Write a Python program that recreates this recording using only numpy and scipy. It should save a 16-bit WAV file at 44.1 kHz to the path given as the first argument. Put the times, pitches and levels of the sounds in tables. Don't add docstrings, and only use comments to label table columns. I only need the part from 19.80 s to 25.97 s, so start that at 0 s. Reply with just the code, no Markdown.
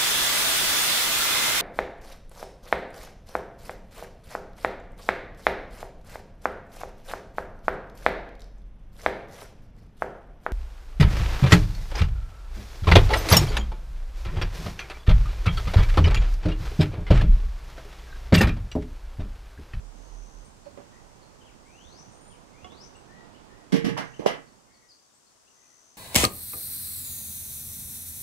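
import sys
import numpy as np
from scipy import signal
from scipy.fft import rfft, irfft, next_fast_len
from scipy.io import wavfile
from scipy.ndimage import map_coordinates

SR = 44100
rng = np.random.default_rng(int(sys.argv[2]) if len(sys.argv) > 2 else 0)


def unload_audio(sound):
    columns = np.transpose(np.atleast_2d(sound))
    steps = np.round(np.clip(columns, -1, 1) * 32767)
    wavfile.write(sys.argv[1], SR, steps.astype(np.int16))


N = 272097
TIME = np.arange(N) / SR
AFTER = np.arange(SR * 3 // 5) / SR


def amp(db):
    return 10 ** (np.asarray(db) / 20)


def unit(x):
    return x / np.sqrt(np.mean(x ** 2) + 1e-20)


def along(points, hz):
    point_hz, values = np.transpose(points)
    return np.interp(np.log(hz + 1), np.log(point_hz + 1), values)


def filtered(x, response):
    n = x.shape[-1]
    padded = next_fast_len(n + SR // 4)
    spectrum = rfft(x, padded) * response(np.fft.rfftfreq(padded, 1 / SR))
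    return irfft(spectrum, padded)[..., :n]


def add(track, start_s, sound):
    part = track[..., max(round(start_s * SR), 0):][..., :sound.shape[-1]]
    part += sound[..., :part.shape[-1]]


def wobble(knots_per_s):
    knots = rng.standard_normal(int(N * knots_per_s / SR) + 4)
    return map_coordinates(knots, [TIME * knots_per_s])


def noise(spectrum, n):
    return unit(filtered(rng.standard_normal((2, n)), lambda hz: amp(along(spectrum, hz))))


def dying(x, t60s):
    hz, t, z = signal.stft(x, SR, nperseg=256)
    fade = amp(-60 * t / along(t60s, hz)[:, None])
    return signal.istft(z * fade, SR, nperseg=256)[1][:, :x.shape[-1]]


def arch(start_s, length_s):
    return np.sin(np.pi * np.clip((TIME - start_s) / length_s, 0, 1)).clip(0)


# frequency in Hz, gain in dB.
RIGHT_SOURCE_LEFT_DB = [(50, -7.5), (150, -11), (350, -16.5), (700, -11), (1300, -9), (2400, -5.5),
                        (4800, -2.5), (9000, -6), (15000, -7)]
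# frequency in Hz, correlation (no unit).
RIGHT_SOURCE_CORRELATION = [(50, -0.05), (160, -0.25), (350, -0.16), (700, -0.061), (1500, -.35),
                            (3000, 0.0064), (10000, -0.15)]


def from_right(pair):
    def left_response(hz):
        alike = along(RIGHT_SOURCE_CORRELATION, hz)
        return amp(along(RIGHT_SOURCE_LEFT_DB, hz)) * np.array([np.sqrt(1 - alike ** 2), alike])
    left = filtered(pair, left_response).sum(axis=0)
    return np.array([left, pair[1]])


# time in seconds, wash in dB, hiss in dB.
AIR_LEVELS = [(0, -55.5, -64), (2.65, -55, -66), (3.4, -52.5, -67), (4.4, -55.5, -65.5),
              (5.0, -65.5, -66.5), (5.25, -80, -66), (5.8, -80.5, -64.5)]
# frequency in Hz, relative density in dB per Hz.
WASH_SPECTRUM = [(15, -31), (25, 5.5), (43, 1.5), (80, 0), (205, -1.5), (371, -5), (780, -8.5), (886, -7.5),
                 (1570, -16.5), (1900, -19), (2070, -20.5), (4000, -26.5), (5200, -28.5), (8800, -120)]
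# frequency in Hz, relative density in dB per Hz.
HISS_SPECTRUM = [(20, -41), (40, -7.5), (140, -6), (320, -2.5), (650, -4.5), (1100, -3.5), (2200, -13),
                 (3000, -11.5), (4000, -11.5), (5300, -6), (6500, -5.5), (8100, -8), (11000, -18),
                 (15500, -27)]
# frequency in Hz, left over right in dB.
HISS_BALANCE = [(100, 3.5), (700, 3.5), (2400, 5), (4400, 1.5), (8000, 2.5), (15000, -2.5)]
RUMBLE_EASES_DB_PER_S = 2


def air(rumble_gain_db=9, wash_gain_db=6, hiss_gain_db=3.5, unrest_db=0.87, split_hz=115):
    s, *columns = np.transpose(AIR_LEVELS)
    wash_db, hiss_db = [np.interp(TIME, s, column) for column in columns]
    rumble_db = wash_db - RUMBLE_EASES_DB_PER_S * TIME
    both = from_right(noise(WASH_SPECTRUM, N))
    rumble = filtered(both, lambda hz: 1 / (1 + (hz / split_hz) ** 4))
    wash = (both - rumble) * amp(wash_db + wash_gain_db + unrest_db * wobble(6.08))
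    rumble = rumble * amp(rumble_db + rumble_gain_db + unrest_db * wobble(15.0))
    halves = np.array([[.5], [-.5]])
    hiss = filtered(noise(HISS_SPECTRUM, N), lambda hz: amp(along(HISS_BALANCE, hz) * halves))
    return rumble + wash + hiss * amp(hiss_db + hiss_gain_db)


# start in seconds, length in seconds, right-channel peak in dB.
THROB_SWELLS = [(-.03, 0.2, -34.5), (0.108, 0.176, -38.5), (.257, .26, -32.5), (0.51, 0.15, -37)]
THROB_HZ = 38.1


def throb(left_db=-18):
    tone = np.zeros(N)
    for s, length_s, db in THROB_SWELLS:
        tone += amp(db) * arch(s, length_s) * np.sin(2 * np.pi * THROB_HZ * (TIME - s))
    return np.array([amp(left_db) * tone, tone])


# start in seconds, length in seconds, pulses per second, level in dB before +3 dB.
INSECT_TRILLS = [(0.132, 0.58, 80, -56.5), (1.05, 0.35, 88, -66.5), (1.859, 0.56, 95.6, -57),
                 (2.541, 0.92, 90, -66), (4.172, 0.34, 43, -59), (4.93, 0.45, 76, -67),
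                 (5.662, 0.635, 80, -56)]


def insect(centre_hz=6130, fall_hz=900, rough=0.03, right_db=-7):
    out = np.zeros(N)
    for s, length_s, rate, db in INSECT_TRILLS:
        stroke = ((TIME - s) * rate + .06 * wobble(22)) % 1
        hz = (centre_hz + fall_hz * (.5 - stroke)) * (1 + rough * wobble(700))
        level = amp(db + 3) * np.sqrt(arch(s, length_s)) * np.sin(np.pi * stroke) ** 2
        out += level * np.sin(2 * np.pi * np.cumsum(hz) / SR)
    return np.array([out, amp(right_db) * out])


def whistles(shape, calls, pan_db, waver, edge, flutter_db=3):
    out, flutter, drift = np.zeros(N), wobble(70), wobble(220)
    share, pitch, level_db = np.transpose(shape)
    for s, length_s, factor, db in calls:
        u = np.linspace(0, 1, int(length_s * SR))
        here = np.minimum(int(s * SR) + np.arange(len(u)), N - 1)
        glide = np.exp(np.interp(u, share, np.log(pitch)))
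        hz = factor * glide * (1 + waver * drift[here])
        call_db = db + np.interp(u, share, level_db) + flutter_db * flutter[here]
        level = amp(call_db) * signal.windows.tukey(len(u), edge)
        add(out, s, level * np.sin(2 * np.pi * np.cumsum(hz) / SR))
    return out * amp([[pan_db / 2], [-pan_db / 2]])


# start in seconds, length in seconds, level in dB.
SWEEP_CALLS = [(1.81, .435, -52.5), (2.70, .375, -52)]
# share of the length, pitch in Hz, level in dB.
SWEEP_GLIDE = [(0, 1892, -14.5), (.5, 3240, -8.5), (.79, 4760, -7), (.9, 5970, 2.5), (1, 6370, -26)]
# start in seconds, level in dB.
SLUR_CALLS = [(1.59, -67), (1.645, -59), (2.499, -61.5)]
# share of the length, pitch in Hz, level in dB.
SLUR_GLIDE = [(0, 3450, -3), (.5, 3020, 0.5), (1, 2080, 0)]
# start in seconds, length in seconds, pitch in Hz, level in dB.
THIN_CALLS = [(2.264, .26, 8870, -61.5), (2.29, .22, 7025, -67.5)]
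# share of the length, multiple of the pitch, level in dB.
THIN_GLIDE = [(0, .96, -13), (.65, 1, -1), (.85, 1.015, -2), (1, 1.04, 3.5)]
# start in seconds, length in seconds, pitch in Hz, level in dB.
LOW_CALLS = [(1.116, 0.108, 1964, -65), (3.28, 0.16, 1915, -62), (3.69, 0.149, 1934, -62.5),
             (4.861, 0.1884, 2205, -71), (4.882, 0.168, 1963, -71), (5.756, 0.091, 2025, -70),
             (5.893, 0.101, 2008, -69)]
# share of the length, multiple of the pitch, level in dB.
LOW_GLIDE = [(0, .92, -1.5), (.35, 1, -4), (.7, 1.01, -5), (1, .97, -5)]
# start in seconds, pitch in Hz, level in dB.
CHIP_CALLS = [(.24, 4550, -67.5), (.835, 4300, -68), (1.405, 4350, -65.5), (4.66, 4350, -67),
              (4.918, 4600, -65), (5.078, 4800, -60.5), (5.218, 4650, -67.5), (5.27, 3720, -75)]
# share of the length, multiple of the pitch, level in dB.
CHIP_GLIDE = [(0, 1.09, 0), (.5, 1, 4.5), (1, .86, -12)]
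# start in seconds, pitch in Hz, level in dB.
PEEP_CALLS = [(0.639, 9100, -63), (1.85, 8200, -64), (3.139, 2800, -61), (3.149, 8400, -63),
              (3.54, 3100, -59.5), (4.326, 3050, -54.5), (5.108, 4950, -64), (5.329, 8250, -62.5),
              (5.46, 4800, -68), (5.66, 2900, -66), (5.825, 2650, -68)]
# share of the length, multiple of the pitch, level in dB.
PEEP_GLIDE = [(0, .85, -6.5), (.35, 0.92, -1.5), (.65, 1, -0.5), (1, 0.96, -14)]
SLUR_S, CHIP_S, PEEP_S = .062, 0.053, 0.035


def birds():
    sweeps = [(s, length_s, 1, db) for s, length_s, db in SWEEP_CALLS]
    slurs = [(s, SLUR_S, 1, db) for s, db in SLUR_CALLS]
    chips = [(s, CHIP_S, hz, db) for s, hz, db in CHIP_CALLS]
    peeps = [(s, PEEP_S, hz, db) for s, hz, db in PEEP_CALLS]
    return (whistles(SWEEP_GLIDE, sweeps, pan_db=8.5, waver=0.0058, edge=0.13)
            + whistles(SLUR_GLIDE, slurs, pan_db=10, waver=0.0058, edge=0.24)
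            + whistles(THIN_GLIDE, THIN_CALLS, pan_db=8, waver=.005, edge=0.135)
            + whistles(LOW_GLIDE, LOW_CALLS, pan_db=16, waver=0.0225, edge=0.206)
            + whistles(CHIP_GLIDE, chips, pan_db=0.5, waver=0.006, edge=0.43)
            + whistles(PEEP_GLIDE, peeps, pan_db=14, waver=0.022, edge=0.71))


# frequency in Hz, t60 in seconds.
YARD_T60 = [(500, 0.37), (3000, 0.42), (10000, 0.45)]


def yard(x):
    tail = dying(rng.standard_normal((2, SR // 2)), YARD_T60)
    return signal.fftconvolve(x, tail / np.linalg.norm(tail[0]), axes=1)[:, :N]


def ring_outs(modes):
    hz, level_db, t60 = np.transpose(modes)[:, :, None]
    return amp(level_db) * np.exp((2j * np.pi * hz - np.log(1000) / t60) * AFTER)


def struck(tones, blow_db, scatter_db):
    strength = amp(blow_db + scatter_db * rng.standard_normal((2, len(tones))))
    phase = np.exp(2j * np.pi * rng.random(strength.shape))
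    return ((strength * phase) @ tones).real


def wood_note(hz, rise_s, t60):
    level = np.minimum(AFTER / rise_s, 1) * amp(-60 * np.maximum(AFTER - rise_s, 0) / t60)
    return level * np.sin(2 * np.pi * hz * AFTER) * np.array([[0], [1]])


# start in seconds, note in dB, rise in seconds, note pitch in Hz,
# note t60 in seconds, clatter in dB, metal in dB.
PEEL_KNOCKS = [(.856, -32, 0.0179, 572, 0.096, -43.5, -78.5), (.974, -38.5, 0.00085, 573, 0.25, -38, -69),
               (2.845, -39.5, 0.0033, 729, 0.19, -44, -48), (2.92, -45, 0.0071, 318, 0.079, -44, -59)]
# start in seconds, pitch in Hz, level in dB.
PEEL_THUDS = [(2.05, 72, -39.5), (2.201, 154, -43.5), (2.278, 115.2, -42.5), (2.829, 77.8, -38.5)]
# frequency in Hz, relative density in dB per Hz.
WOOD_SPECTRUM = [(50, -11), (120, 13), (380, 14), (900, 5.5), (1600, -5.5), (2800, -12), (6000, -31),
                 (14000, -45)]
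# frequency in Hz, relative level in dB, t60 in seconds.
METAL_MODES = [(890, -8, .1), (1120, 5.5, 0.218), (1358, -1, 0.2), (2140, 2, .1), (2730, -3, .09),
               (2884, -1, 0.092), (3380, 4, 0.085), (5290, -4.5, .06), (6193, -5, 0.065)]
THUD_RISE_S, THUD_T60_S = 0.006, 0.166


def peel(clatter_t60=0.24):
    out, metal = np.zeros((2, N)), ring_outs(METAL_MODES)
    for s, db, rise_s, hz, t60, clatter_db, metal_db in PEEL_KNOCKS:
        clatter = amp(clatter_db - 60 * AFTER / clatter_t60) * noise(WOOD_SPECTRUM, len(AFTER))
        note = amp(db) * wood_note(hz, rise_s, t60)
        add(out, s, note + clatter + struck(metal, metal_db, scatter_db=1.0))
    for s, hz, db in PEEL_THUDS:
        add(out, s, amp(db) * wood_note(hz, THUD_RISE_S, THUD_T60_S))
    return from_right(out)


# frequency in Hz, relative density in dB per Hz.
RING_SPECTRUM = [(400, -49), (1100, -0.5), (1370, -2.5), (1650, 3.5), (2080, 1.5), (2550, -4), (3000, 2),
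                 (3600, -9), (5000, -26.5), (9000, -60)]
# frequency in Hz, t60 in seconds.
STEEL_DECAY = [(100, 0.85), (400, 0.226), (1000, 0.27), (2000, 0.46), (3000, 0.28), (5500, 0.22),
               (12000, 0.19)]


def plate_modes(count=90, spread_db=2):
    hz = np.linspace(900, 4200, count) + rng.uniform(-16, 16, count)
    level_db = along(RING_SPECTRUM, hz) + spread_db * rng.standard_normal(count)
    level_db -= 20 * np.log10(np.linalg.norm(amp(level_db)) / np.sqrt(2))
    return np.column_stack([hz, level_db, along(STEEL_DECAY, hz)])


# start in seconds, number of touches, first gap in seconds, clank in dB,
# clank centre in Hz, ring in dB, scrape in dB, change per touch in dB.
LID_BLOWS = [(3.921, 4, 0.004, -30.5, 443, -36, -38.5, 0.77),
             (4.0446, 4, 0.00484, -30, 400, -37.5, -40, -.5), (4.166, 1, .01, -33, 1154, -47.5, -56.5, 0),
             (4.1735, 3, .0042, -28, 980, -37, -39, -2.5), (4.3943, 1, .01, -33.5, 450, -48.5, -53.5, 0),
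             (4.4204, 2, .023, -37, 560, -56.5, -64.5, -3.5), (4.460, 6, 0.003, -23.5, 700, -32, -37, -2.5)]
# frequency in Hz before the shift, relative level in dB,
# t60 in seconds before seating.
SHELL_MODES = [(430, -2.5, 0.13), (574, -1.5, 0.163), (718, -4, 0.21), (845, -3, 0.14), (857, -4.5, 0.33),
               (1057, -7.5, 0.19), (1015, -10, .25), (1134.9, -4.5, 0.29), (1245, -15, 0.24),
               (1620, -5, 0.65), (1693, -5.5, 0.31), (1810, -11.5, 0.28), (2000, -12, 0.28),
               (2013, 0, 0.22), (2094, 4, .3), (2094, -4, 0.51), (2310, -11, 0.25), (2900, -7, 0.37),
               (2970, -7, 0.3), (3150, -10.5, 0.31)]
# multiple of the clank centre, relative density in dB per Hz.
CLANK_SPECTRUM = [(.05, -52), (.25, -14.5), (.55, 0), (.85, 4), (1.15, -2), (1.8, -8.5), (2.7, -24),
                  (5, -35), (12, -83.5)]
# frequency in Hz, relative density in dB per Hz.
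SCRAPE_SPECTRUM = [(1200, -37.5), (3000, -1.5), (4200, -2), (5600, 1), (7200, -11), (10000, -10),
                   (13000, -16), (16000, -29.5)]
# time in seconds, lift of the left channel in dB.
RIM_LEFT_LIFT = [(3.92, 1.5), (4.19, 2.5), (4.42, -0.5), (4.46, 6.5), (4.55, 4.5)]
SCRAPE_LOSS_DB_PER_S = 110
SEATED_S, SEATED_DAMPING_DB_PER_S = 4.39, 47
MODE_SHIFT = .006


def lid_contacts(mode_db=-13, rise_s=0.001, scatter_db=2.5, tick_db=6, tick_t60=0.0025):
    out = np.zeros((2, N))
    for s, count, gap_s, clank_db, clank_hz, ring_db, scrape_db, step_db in LID_BLOWS:
        modes = np.array(SHELL_MODES)
        modes[:, 0] *= 1 + MODE_SHIFT * rng.standard_normal(len(modes))
        shell, plate = ring_outs(modes), ring_outs(plate_modes())
        blow_db = along([(1200, clank_db), (1600, ring_db + 2.5)], modes[:, 0])
        damping = amp(-SEATED_DAMPING_DB_PER_S * AFTER * (s > SEATED_S))
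        clank_spectrum = np.array(CLANK_SPECTRUM) * [clank_hz, 1]
        for k in range(round(count)):
            since_s = gap_s * k ** 2
            clank = amp(clank_db) * noise(clank_spectrum, len(AFTER))
            scrape = amp(scrape_db - SCRAPE_LOSS_DB_PER_S * since_s) * noise(SCRAPE_SPECTRUM, len(AFTER))
            scrape = scrape * (1 + amp(tick_db - 60 * AFTER / tick_t60))
            ring = struck(shell, blow_db + mode_db, scatter_db) + struck(plate, ring_db, scatter_db)
            touch = dying(clank + scrape, STEEL_DECAY) + damping * ring
            add(out, s + since_s, amp(step_db * k) * touch * (1 - np.exp(-AFTER / rise_s)))
    left, right = from_right(out)
    return np.array([left * amp(np.interp(TIME, *np.transpose(RIM_LEFT_LIFT))), right])


# time of the peak in seconds, Gaussian width in seconds, level in dB.
DOME_FLEXES = [(3.932, 0.0052, -12.5), (3.9434, 0.0051, -11.5), (3.958, 0.0059, -31), (4.046, 0.0053, -17),
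               (4.069, 0.014, -12.5), (4.122, .010, -25), (4.199, 0.016, -23.5), (4.398, 0.0018, -30.5),
               (4.464, 0.0022, -23)]
# frequency in Hz, relative level in dB, t60 in seconds.
DOME_MODES = [(127.4, -20.5, 0.94), (152.33, -12.5, 0.42), (173.9, -12.5, 0.27), (191.4, 2.5, 0.082),
              (214.9, -3.5, 0.092), (273, 1, 0.1), (289.8, -11, 0.14), (341, -8, 0.084), (458.9, -9, 0.4)]


def lid_boom(left_db=-12, lead_s=0.035):
    out, t = np.zeros(N), AFTER - lead_s
    for s, width_s, db in DOME_FLEXES:
        push = np.exp(-.5 * (t / width_s) ** 2)
        for hz, mode_db, t60 in DOME_MODES:
            decay_per_sample = amp(-60 / (t60 * SR))
            swell = signal.lfilter([1], [1, -decay_per_sample], push / push.sum())
            add(out, s - lead_s, amp(db + mode_db) * swell * np.cos(2 * np.pi * hz * t))
    return np.array([-amp(left_db) * out, out])


# time in seconds, right-channel envelope peak in dB, frequency in Hz,
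# Gaussian width in seconds.
AIR_SLAMS = [(4.3964, -17, 346, 0.0011), (4.4232, -26.5, 687, 0.00053), (4.444, -33, 600, 0.00079),
             (4.456, -19.5, 520, 0.00053), (4.4612, -3.5, 574, 0.00035), (4.4637, 0, 508, 0.0011)]


def lid_slam(left_db=-9, left_lead_s=0.000238):
    out = np.zeros((2, N))
    for s, db, hz, width_s in AIR_SLAMS:
        t = TIME - s + np.array([[left_lead_s], [0]])
        out += amp(db) * np.sin(2 * np.pi * hz * t) * np.exp(-.5 * (t / width_s) ** 2)
    return out * np.array([[amp(left_db)], [-1]])


def scene(bird_db=-2, wall_db=-5, wall_delay_s=.027, bird_echo_db=-3, insect_echo_db=-8):
    song, trill = birds(), insect()
    song = song + amp(wall_db) * filtered(song, lambda hz: np.exp(-2j * np.pi * hz * wall_delay_s))
    scatter = yard(amp(bird_echo_db) * song + amp(insect_echo_db) * trill)
    far = amp(bird_db) * song + trill + scatter
    return air() + throb() + far + peel() + lid_contacts() + lid_boom() + lid_slam()


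TOP_HZ = 15720


def record(dry):
    return filtered(np.clip(dry, -1, 1), lambda hz: hz < TOP_HZ)


dry = scene()
out = record(dry)
unload_audio(out)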